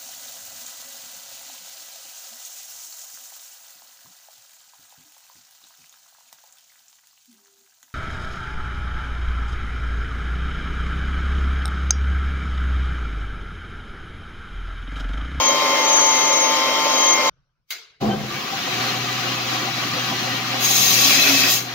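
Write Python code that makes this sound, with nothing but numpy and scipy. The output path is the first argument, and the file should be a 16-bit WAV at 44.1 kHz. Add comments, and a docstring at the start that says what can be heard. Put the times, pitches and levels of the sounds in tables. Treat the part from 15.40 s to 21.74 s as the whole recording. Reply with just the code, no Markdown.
"""A small band saw cuts steel in a home workshop and is cut off: gear tones sing over blade and frame noise.
In the hush a switch snaps and rings its box. A belt grinder lurches into motion with booms and squeaks;
it hums and rushes, and its belt seam knocks once a lap. Then a steel strip pressed on the belt tears,
squeals and rings. Tones are sines, the rest is shaped noise; a camera with two microphone ports listens."""
import sys
import numpy as np
from scipy import signal
from scipy.fft import rfft, irfft, next_fast_len
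from scipy.io import wavfile
from scipy.ndimage import uniform_filter1d, map_coordinates

SR = 44100
rng = np.random.default_rng(int(sys.argv[2]) if len(sys.argv) > 2 else 0)


def transcribe(signal):
    """Save signal, clipped to [-1, 1], as a 16-bit WAV file at the path in sys.argv[1]."""
    frames = np.atleast_2d(signal).T
    limited = np.clip(frames, -1, 1)
    pcm = np.round(limited * 32767).astype(np.int16)
    wavfile.write(sys.argv[1], SR, pcm)


N = 279594
T = np.arange(N) / SR  # time of each sample in s
SAW_OFF, START, HUM_ON = 1.899, 2.594, 3.28  # s: saw stops, grinder motor kicks in, hum sets in

# how wide the grinder's sounds spread: f/Hz, side over mid/dB
BELT_SIDE = [(60, -6), (110, -6), (200, -15), (380, -9), (700, -3.5), (1290, -2.5), (2380, -1), (4400, -1),
             (8120, -0.5), (15000, -8.5)]
# how far they lean to the left port: f/Hz, left over right/dB
BELT_LEFT = [(60, 1.0), (110, 1), (200, 0), (380, 2), (700, 1.5), (1290, 0.5), (2380, 2.5), (4400, 1.5),
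             (8120, 11.5), (15000, -2)]
BELT_PORTS = BELT_SIDE, BELT_LEFT
# the strip on the belt, base levels: t/s, tearing/dB, grit/dB, squeal/dB, high mode/dB
GRIND = [(5.18, -39, -36, -42, -44), (5.25, -24.5, -23.5, -34, -24), (5.4, -21, -19, -40, -25),
         (5.48, -20, -19, -35, -21), (5.57, -20.5, -23, -30, -32), (5.63, -18.5, -20.5, -30.5, -22),
         (5.75, -19, -23.5, -24.5, -35), (5.87, -20.5, -25.5, -21.5, -31), (5.96, -19.5, -23.5, -25.5, -41),
         (6.07, -22, -25.5, -24.5, -43), (6.13, -21.5, -20, -36, -31), (6.18, -27, -28, -53, -33),
         (6.26, -46, -43, -62, -49)]


def amp(db):
    """Turn decibels into a plain factor."""
    return 10 ** (np.asarray(db) / 20)


def along(points, hz):
    """Read a curve of (Hz, value) points on a log frequency axis."""
    f, v = np.transpose(points)
    return np.interp(np.log(hz + 1), np.log(f + 1), v)


def curves(rows):
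    """One value per sample for each column after the time."""
    s, *cols = np.transpose(rows)
    return [np.interp(T, s, c) for c in cols]


def ramp(start, length):
    """A straight rise from 0 at the start to 1 after the length in s."""
    return np.clip((T - start) / length, 0, 1)


def bump(s, half):
    """A soft swell around a moment."""
    return np.exp(-((T - s) / half) ** 2)


def during(rows, fade):
    """Fade in from the first row's time and out from the last row's time."""
    return ramp(rows[0][0], fade) * (1 - ramp(rows[-1][0], fade))


def wobble(rate):
    """A smooth random curve, rate knots a second."""
    knots = rng.standard_normal(int(N * rate / SR) + 4)
    return map_coordinates(knots, [T * rate])


def colour(points):
    """Gain over frequency that follows a curve in dB."""
    return lambda hz: amp(along(points, hz))


def modes(table):
    """Gain of a set of resonances (centre Hz, width Hz, dB), added in power."""
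    def gain(f):
        power = 0
        for centre, width, db in table:
            peak = (f * width) ** 2 / ((centre * centre - f * f) ** 2 + (f * width) ** 2)
            power = power + amp(2 * db) * peak ** 1.7
        return np.sqrt(power)
    return gain


def noise(gain, ports, patchy_db=0., shifted=.5):
    """Stereo noise with random patches; its mid has rms 1. Part of the side is the mid itself, in or out of phase."""
    z = signal.stft(rng.standard_normal((2, N)), nperseg=512)[2]
    field = uniform_filter1d(rng.standard_normal(z.shape[1:]), size=3, axis=0)
    field = uniform_filter1d(field, size=5, axis=1)
    patches = amp(patchy_db * field / field.std())
    pair = signal.istft(z * patches, nperseg=512)[1][:, :N]
    m = next_fast_len(N)
    hz = np.fft.rfftfreq(m, 1 / SR)
    a, b = rfft(pair, m) * gain(hz)
    side = amp(along(ports[0], hz))
    # the share of the side that copies the mid sets the left-right balance
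    balance = np.tanh(along(ports[1], hz) * np.log(10) / 20)
    shared = np.clip(balance * (1 + side ** 2) / (2 * side), -.8, .8)
    turn = np.clip(shifted, 0, 1) * np.exp(-(hz / 2500) ** 2)  # only long waves keep a steady lag between the ports
    lagging_and_unrelated = 1j * turn * a + np.sqrt(1 - turn ** 2) * b
    rest = np.sqrt(1 - shared ** 2) * lagging_and_unrelated
    mid, side = irfft([a, side * (shared * a + rest)], m)[:, :N]
    return np.array([mid + side, mid - side]) / mid.std()


def tone(cycles, left_db, lead):
    """A sine of rms about 1 as both ports hear it; the left leads by lead radians."""
    phase = 2 * np.pi * (cycles + rng.random())
    left = amp(left_db / 2) * np.sin(phase + lead / 2)
    right = amp(-left_db / 2) * np.sin(phase - lead / 2)
    return np.sqrt(2) * np.array([left, right])


def saw():
    """Sums and differences of the motor and gear turns sing over the noise of blade and frame."""
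    # the saw under changing load: t/s, motor turns/Hz, lower side tone/dB, 2nd mesh tone/dB, commutator whistle/dB
    load = [(0.0, 264.1, -27, -44, -28), (0.085, 263.6, -29, -30, -16.5), (0.19, 262.8, -31, -35, -42),
            (0.3, 263.7, -32, -29.5, -30), (0.4, 262.4, -25, -25.5, -28.5),
            (0.546, 261.75, -24, -37, -15.5), (0.69, 261.6, -22.5, -31, -18),
            (0.75, 261.3, -27, -28.5, -21.5), (1.02, 262.2, -25.5, -31, -20),
            (1.14, 262.7, -24.5, -35, -28), (1.274, 262.85, -32, -30, -40), (1.416, 262.9, -25, -32.5, -31),
            (1.51, 262.9, -30, -43.5, -28.5), (1.57, 263.3, -29.5, -33, -22.5),
            (1.732, 263.5, -28.5, -26, -17), (1.8, 262.9, -33, -26.5, -34), (1.89, 262.9, -27, -32, -28)]
    # side tone, mesh, 2nd, 3rd, whistle: left over right/dB, left leads/rad
    strong_places = [(2.8, 0.3), (2.7, 0.7), (1.8, -0.3), (2.1, 0.3), (6.6, -2.7)]
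    # side tone, mesh, 2nd, 3rd, as multiples of: motor turns, gear turns
    strong_turns = [(4, -1), (4, 0), (8, 0), (12, 0)]
    # weak tones: base level/dB, left over right/dB, left leads/rad
    weak_places = [(-51.1, -1.7, 0.2), (-39.0, -1.7, -0.5), (-39.8, 0.1, 0.0), (-42.3, -0.2, -0.2),
                   (-36.5, -0.5, -0.1), (-43.0, -3.1, 1.5), (-38.2, 3.9, -0.0), (-40.2, 4.3, 0.8),
                   (-35.9, -2.2, 0.3), (-41.6, 8.6, 0.9), (-39.6, 2.0, -0.1), (-47.0, -0.0, -2.5),
                   (-42.3, 0.1, 0.8), (-38.0, 1.5, -0.3), (-37.1, 3.7, 0.4), (-42.9, 3.9, 0.7),
                   (-41.8, 2.7, 1.8), (-41.6, 5.9, 1.4), (-38.8, 5.2, -3.0), (-33.5, 1.6, 2.8),
                   (-39.7, 3.3, 0.0), (-38.5, 2.7, -0.3), (-38.7, 10.5, -2.7), (-57.7, -0.3, 0.0),
                   (-44, 10, -2.6), (-47, 1, 0.8)]
    # the same weak tones as multiples of: motor turns, gear turns
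    weak_turns = [(0, 1), (1, 0), (0, 2), (1, 1), (2, 0), (4, -2), (3, 0), (5, -1), (4, 1), (5, 0), (4, 2),
                  (6, 0), (8, -2), (8, -1), (8, 1), (9, 0), (8, 2), (12, -1), (12, 1), (15, 0), (18, 0),
                  (21, 0), (26, -3), (48, 0), (12, -3), (10, -5)]
    # noise shape of the frame: f/Hz, relative level per Hz/dB
    frame_shape = [(18, -82.5), (30, -55.5), (146, -19.5), (206, -19), (254, -11.5), (466, -8), (554, 4),
                   (826, -14), (901, -3.5), (966, -9.5), (1050, -5.5), (1130, -4.5), (1570, -13),
                   (1900, -13), (2470, -47.5), (4180, -120)]
    # noise shape of the cutting teeth: f/Hz, relative level per Hz/dB
    teeth_shape = [(880, -42.5), (1500, -15.5), (1670, -23), (2160, -3.5), (2560, -8), (3060, -8),
                   (3310, -8.5), (4420, -10.5), (6120, -9), (7690, -23), (8320, -35.5), (9280, -29),
                   (12600, -26), (15100, -20.5), (16000, -31)]
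    # width: f/Hz, side over mid/dB
    saw_side = [(60, -10), (110, -10.5), (200, -18.5), (380, -15), (700, -6.5), (1290, -3.5), (2380, 1.5),
                (4400, 5), (8120, -3), (15000, -15)]
    # lean: f/Hz, left over right/dB
    saw_left = [(60, -3), (110, 0), (200, -2.5), (380, 1), (700, -1), (1290, -0.5), (2380, 2.5),
                (4400, 1.5), (8120, 3.5), (15000, -0.5)]
    ports = saw_side, saw_left
    gear_ratio, bar_count = .6026, 24  # gear turns per motor turn; commutator bars
    middle_hz = 262.6  # motor turns a second
    mesh_db, mesh_db_per_hz, third_db, third_db_per_hz = -26.5, 2, -33.5, 3.5  # dB at middle_hz, dB per Hz
    frame_db, frame_shudder_db, teeth_db, teeth_drift_db = -26, 1.3, -27.5, 0.65

    motor_hz, side_db, second_db, whistle_db = curves(load)
    free = motor_hz - middle_hz  # mesh and 3rd tone swell as the motor runs freer
    levels = (side_db,
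              mesh_db + mesh_db_per_hz * free + 1.3 * wobble(9),
              second_db,
              third_db + third_db_per_hz * free + 1.7 * wobble(7.9))
    turns = np.cumsum(motor_hz + .37 * wobble(40)) / SR
    whistle_level = amp(whistle_db + .8 * wobble(23))
    whistle_cycles = np.cumsum(bar_count * motor_hz + 4 * wobble(40)) / SR
    out = whistle_level * tone(whistle_cycles, *strong_places[-1])
    for (motor, gear), place, db in zip(strong_turns, strong_places, levels):
        level = amp(db + 0.92 * wobble(45))
        loose_turns = turns + .006 * wobble(60)  # play in the gears blurs high tones most
        out += level * tone((motor + gear * gear_ratio) * loose_turns, *place)
    for (motor, gear), (db, *place) in zip(weak_turns, weak_places):
        flutter_db = 1.8 * wobble(10) + 1.5 * wobble(50) - 1.5
        loose_turns = turns + 0.003 * wobble(60)
        out += amp(db + flutter_db) * tone((motor + gear * gear_ratio) * loose_turns, *place)
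    throb = 1 + 0.089 * np.sin(2 * np.pi * gear_ratio * turns)  # the gear loads the blade once a turn
    frame_level = amp(frame_db + frame_shudder_db * wobble(25))
    out += frame_level * noise(colour(frame_shape), ports, patchy_db=2.0, shifted=.5)
    teeth_level = amp(teeth_db + teeth_drift_db * wobble(8.8)) * throb
    out += teeth_level * noise(colour(teeth_shape), ports, patchy_db=2.0, shifted=.4)
    return out * np.clip((SAW_OFF - T) / 0.0041, 0, 1)


def hush():
    """The hush is faint noise that fades quickly to a steady floor after the saw."""
    # noise shape of the air: f/Hz, relative level per Hz/dB
    air_shape = [(18, -25), (30, -3), (97, -12), (132, -3), (231, -25.5), (892, -31), (1450, -23),
                 (1770, -34.5), (6000, -37.5), (7800, -70.5), (13200, -120)]
    air_db, fade_db, fade_db_per_s = -79, -61, 76  # steady floor; the fading noise and its fall
    level = amp(air_db) + amp(fade_db - fade_db_per_s * np.maximum(T - SAW_OFF, 0))
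    return level * ramp(SAW_OFF, 0.004) * noise(colour(air_shape), BELT_PORTS, patchy_db=3.5)


def switch():
    """The snap rings the switch box; each frequency dies in the shop at its own speed."""
    # the snap: t/s, base level/dB
    snap_at, snap_db = (2.305, -29.5)
    # noise shape of the snap: f/Hz, relative level per Hz/dB
    snap_shape = [(120, -82), (200, -48), (986, -21), (1400, -16.5), (1480, -13.5), (1870, -22.5),
                  (2130, -7.5), (2380, -16), (3760, -12), (6640, -15.5), (8120, -30), (14600, -17),
                  (16000, -18)]
    # how long the shop rings: f/Hz, time to fall 60 dB/s
    shop_decay = [(250, .5), (660, 0.57), (1740, 0.62), (4590, 0.48), (12100, 0.22)]
    # ringing of the switch box: f/Hz, width/Hz, level/dB, time to fall 60 dB/s
    housing = [(427, 46, -55.5, 0.75), (678, 30, -54, 0.48), (2140, 108, -31.5, 0.26),
               (3920, 100, -41.5, 0.52), (6520, 99, -38, 0.14)]
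    hz, t, z = signal.stft(noise(colour(snap_shape), BELT_PORTS, patchy_db=3.5), SR, nperseg=128)
    after = np.maximum(t - snap_at, -.2)
    shop_answer = amp(-5 - 60 * after / along(shop_decay, hz)[:, None])
    near_sound = amp(-3.5 - 60 * after / 0.13)
    swell = amp(-21 + 1100 * after)  # a very short noise swell leads into the snap
    envelope = np.where(after > 0, shop_answer + near_sound, swell)
    snap = amp(snap_db + 2) * signal.istft(z * envelope, SR, nperseg=128)[1][:, :N]
    first = round(snap_at * SR)
    ringing = slice(first, first + SR // 2)
    t = T[:SR // 2]
    for f, width, level_db, t60 in housing:
        ring = signal.lfilter(*signal.iirpeak(f, f / width, SR), rng.standard_normal(SR // 2))
        level = amp(level_db - 60 * t / t60) * np.minimum(t / 0.0048, 1)
        snap[:, ringing] += level * ring / ring.std()
    return snap


def start_up():
    """The motor's jerk shakes cabinet and panels while the belt slips."""
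    # boom, panel, clatter: rise/s, hold/s, level/dB, fall/dB per s
    lurch = [(0.028, .07, -25.5, 65), (0.056, .02, -21.5, 80), (0.029, 0.073, -25.5, 123)]
    # resonances of the cabinet: f/Hz, width/Hz, relative level/dB
    boom_modes = [(60, 40, -14), (132, 29, 5), (260, 130, -8)]
    # resonances of the clatter: f/Hz, width/Hz, relative level/dB
    clatter_modes = [(302, 88, -3.5), (370, 65, 4), (515, 57, 1.5), (683, 33, 5), (765, 57, 5.5),
                     (1120, 400, -9.5), (450, 430, -10)]
    # the belt slipping on the drum: t/s, f/Hz, level/dB, half length/s
    squeaks = [(2.722, 3092, -37, 0.024), (2.73, 1566, -39, 0.026), (2.796, 2120, -46, .012),
               (2.924, 1176, -35.5, .02), (2.977, 2270, -35, 0.026)]
    panel_hz, rattle_db = 208, -42
    envelopes = []
    for rise, hold, db, fall_db in lurch:
        falling = np.maximum(T - START - rise - hold, 0)
        envelopes.append(ramp(START, rise) ** 3 * amp(db - fall_db * falling))
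    boom, panel, clatter = envelopes
    # some clatter lingers until the hum sets in
    clatter = clatter + amp(rattle_db) * ramp(START, .03) ** 3 * (1 - ramp(HUM_ON - .25, 0.28))
    out = boom * noise(modes(boom_modes), BELT_PORTS)
    out += clatter * noise(modes(clatter_modes), BELT_PORTS, patchy_db=2.0)
    panel_level = panel * amp(0.67 * wobble(40))
    out += panel_level * tone(np.cumsum(panel_hz + 5 * wobble(30)) / SR, .3, 0.11)
    for s, hz, db, half in squeaks:
        level = amp(db + 2.7 * wobble(60)) * bump(s, half)
        out += level * tone(np.cumsum(hz + 15 * wobble(80)) / SR, 1.5, .3)
    return out


def grinder():
    """Motor hum, the rush of the belt in its guard and the seam's knock on every lap."""
    # noise shape of the belt's rush: f/Hz, relative level per Hz/dB
    rush_shape = [(18, -70), (30, -36), (64, -24.5), (100, -15.5), (150, -6.5), (400, -8), (470, -22),
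                  (600, -19), (720, -12), (890, -14.5), (1130, -9.5), (4080, -12.5), (6720, -19.5),
                  (8300, -36.5), (16000, -25.5)]
    # base level of the rush as the belt runs up: t/s, level/dB
    run_up = [(2.6, -32), (2.62, -35.5), (2.75, -36.5), (2.88, -34), (2.95, -31.5), (3.1, -30.5),
              (3.3, -28), (3.6, -28)]
    # resonances of the sheet-metal guard: f/Hz, width/Hz, relative level/dB
    guard_modes = [(275, 20, -3), (365, 20, -6), (490, 10, -6), (528, 18, -2), (584, 12, -8), (732, 60, -1),
                   (784, 14, 1), (1010, 12, 0), (1130, 25, 0), (1210, 60, -2), (1885, 20, -4),
                   (1958, 20, -2), (2310, 45, -2), (2552, 25, 0), (2650, 20, -3), (2845, 45, -1),
                   (3188, 35, 0), (3530, 35, -5), (3962, 40, -2), (4200, 50, -3), (4410, 25, -6),
                   (4800, 22, -2), (5220, 25, -5), (5620, 30, -8), (5940, 70, -10), (6090, 20, -7),
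                   (6600, 210, -15)]
    # the seam: t of one knock/s, lap rate/Hz
    knock_at, laps_per_s = (3.425, 6.93)
    # what the seam rings: f/Hz, width/Hz, relative level/dB
    platen_modes = [(724, 104, -6), (786, 31, -0.5), (512.6, 28, -5), (1100, 23, -9.5)]
    hum_hz, hum_rise_s, hum_db, hum_sag_db_per_s, octave_db = 123, 0.074, -37, .3, -42.5
    early_start_db = -11.5  # the hum is weaker by this in the run-up, its octave by 1.2 times this
    guard_db, seam_db = -3, -4.5  # over the rush
    slack_start_db, taut_at, taut_s = -9, 2.8, 0.31  # guard and seam are weaker until the belt pulls taut
    sink_full_db, sink_s, return_s = 5.5, .9, .18
    hum_sinks = .4  # share of the sinking that the hum takes

    # hum and rush sink slowly while the strip is on and come back after it
    sink_db = -sink_full_db * ramp(GRIND[0][0], sink_s) * (1 - ramp(GRIND[-1][0], return_s))
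    early_db = early_start_db * (1 - ramp(HUM_ON, hum_rise_s))
    steady_db = hum_db - hum_sag_db_per_s * np.maximum(T - HUM_ON, 0) + early_db
    cycles = np.cumsum(hum_hz + .4 * wobble(8)) / SR
    hum_level = amp(steady_db + 1.0 * wobble(6.9) + 1.6 * during(GRIND, .3) * wobble(14))
    hum = hum_level * tone(cycles, .2, 0.15)
    hum += amp(octave_db + 1.2 * early_db + 2.4 * wobble(8)) * tone(2 * cycles, .5, .1)
    slack_db = slack_start_db * (1 - ramp(taut_at, taut_s))
    lap = (T - knock_at) * laps_per_s + .5  # each knock peaks halfway through a count
    knock = np.exp(-((lap % 1 - .5) / 0.14) ** 2) * amp(1.0 * wobble(5))
    belt = noise(colour(rush_shape), BELT_PORTS, patchy_db=2.0, shifted=.4)
    belt += amp(guard_db + slack_db) * noise(modes(guard_modes), BELT_PORTS, patchy_db=2.5, shifted=.3)
    belt += amp(seam_db + slack_db) * knock * noise(modes(platen_modes), BELT_PORTS, shifted=.3)
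    belt_level = amp(curves(run_up)[0] + sink_db + 0.6 * wobble(7) + 0.61 * wobble(16))
    return (amp(hum_sinks * sink_db) * hum + belt_level * belt) * ramp(START, 0.021) ** 3


def grinding():
    """Grit sprays off the strip, tears at it in a chattering contact and rings its modes."""
    # noise shape of the tearing: f/Hz, relative level per Hz/dB
    tear_shape = [(1350, -33), (2300, -14), (2590, -6), (2970, -4.5), (4000, -0.5), (4630, -3.5),
                  (5300, -1), (6600, -10), (7590, -14), (8000, -29), (10400, -58), (17600, -120)]
    # noise shape of the grit: f/Hz, relative level per Hz/dB
    grit_shape = [(3530, -30), (6000, -8), (6650, -1), (7610, -16), (8030, -20), (8610, -13.5),
                  (11000, -14), (12400, -7.5), (13400, -5.5), (15100, -6.5), (16000, -9)]
    # noise shape of the deep scrape: f/Hz, relative level per Hz/dB
    drag_shape = [(240, -23), (400, -5), (462, -17), (506, -6.5), (734, -6.5), (810, -14), (1100, -10),
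                  (1520, -8), (2450, -4), (3180, -28), (5390, -120)]
    # resonances of the strip: f/Hz, width/Hz, relative level/dB
    strip_modes = [(750, 50, -10), (1120, 25, -5), (1885, 40, -6), (2165, 30, -5), (2358, 35, -3),
                   (2660, 30, -2), (2853, 30, -7), (3230, 110, -5), (3505, 37, -3), (4040, 110, -4),
                   (4850, 100, -5), (5140, 60, -4), (5240, 60, -5), (5950, 100, -4), (6330, 40, -3),
                   (7354, 29, -9)]
    # resonances around the squeal: f/Hz, width/Hz, relative level/dB
    squeal_rings = [(2540, 33, -2), (2606, 32, 3), (2590, 30, -16)]
    # what the contact shakes in the cabinet: f/Hz, width/Hz, relative level/dB
    shaken_modes = [(190, 60, 0), (370, 70, -2), (600, 80, -4)]
    # the whole strip flexes: t/s, base level/dB, half length/s
    bends = [(5.52, -39, .04), (5.677, -29.5, 0.027), (5.784, -29.5, 0.049), (5.926, -25, 0.054),
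             (6.05, -32, .04)]
    # width: f/Hz, side over mid/dB
    strip_side = [(60, -6), (110, -15), (200, -17), (380, -6), (700, -11), (1290, -3), (2380, 0), (4400, 0),
                  (8120, 0.5), (15000, -4.5)]
    # lean: f/Hz, left over right/dB
    strip_left = [(60, 1.0), (110, -0.5), (200, 0.0), (380, -4), (700, -1.0), (1290, -3), (2380, 2.5),
                  (4400, 1.5), (8120, 9.5), (15000, 0)]
    ports = strip_side, strip_left
    squeal_hz, sing_hz, bend_hz = 2582, 6465, 272
    bounce_hz, bounce_at = 41.5, 5.87  # pulses a second; one pulse falls about here (s)
    drag_base_db, drag_follows = -31, 0.79  # scrape at a squeal of -30 dB; its dB for each dB of squeal
    shake_db = -16.5  # under the tearing

    tear_db, grit_db, squeal_db, sing_db = curves(GRIND)
    chatter = amp(0.46 * wobble(35) + 0.5 * wobble(400))
    tear = amp(-2.5) * noise(colour(tear_shape), ports, patchy_db=3.0, shifted=0.34)
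    tear += amp(-3.0) * noise(modes(strip_modes), ports, patchy_db=2.0, shifted=.3)
    grit = amp(grit_db + 0.82 * wobble(15)) * noise(colour(grit_shape), ports, patchy_db=4.0)
    out = chatter * (grit + amp(tear_db) * tear)
    # harder pressure, deeper scrape: it grows with the squeal
    drag_db = drag_base_db + drag_follows * (squeal_db + 30) + .8 * wobble(15)
    out += chatter * amp(drag_db) * noise(colour(drag_shape), ports, patchy_db=2.5, shifted=0.18)
    # the strip squeals in pulses as it bounces on the belt
    bounces = bounce_hz * (T - bounce_at) + 0.054 * wobble(12)
    bounce = 1 + 1.1 * np.cos(2 * np.pi * bounces)
    squeal_cycles = np.cumsum(squeal_hz + 14 * wobble(50)) / SR
    squeal = amp(-7.0 + 1.5 * wobble(44)) * bounce * tone(squeal_cycles, 2.5, .4)
    squeal += amp(-4) * noise(modes(squeal_rings), ports, shifted=0.45)
    out += amp(squeal_db + 1.7 * wobble(11)) * squeal
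    # the high mode shifts with the grip
    sing_cycles = np.cumsum(sing_hz + 35 * wobble(8) + 60 * wobble(120)) / SR
    out += amp(sing_db + 2.8 * wobble(110)) * tone(sing_cycles, 7.4, 0.96)
    out += amp(tear_db + shake_db) * noise(modes(shaken_modes), ports, patchy_db=3.0)
    bend_level = sum(amp(db) * bump(s, half) for s, db, half in bends) * amp(2.5 * wobble(40))
    bend = bend_level * tone(np.cumsum(bend_hz + 4 * wobble(30)) / SR, -.7, 0.37)
    return during(GRIND, 0.038) * out + bend


def scene():
    """All the sounds of the workshop added together."""
    return saw() + hush() + switch() + start_up() + grinder() + grinding()


def record(dry):
    """Faint circuit hiss, rounded peaks, and nothing above the camera's band limit."""
    top_hz = 15830
    x = dry + amp(-98) * rng.standard_normal(dry.shape)
    x = x / (1 + np.abs(x) ** 6) ** (1 / 6)
    m = next_fast_len(N + SR // 2)
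    edge = np.clip((top_hz - np.fft.rfftfreq(m, 1 / SR)) / 120, 0, 1)  # the edge is 120 Hz wide
    return irfft(rfft(x, m) * np.sin(edge * np.pi / 2) ** 2, m)[:, :N]


dry = scene()
out = record(dry)
transcribe(out)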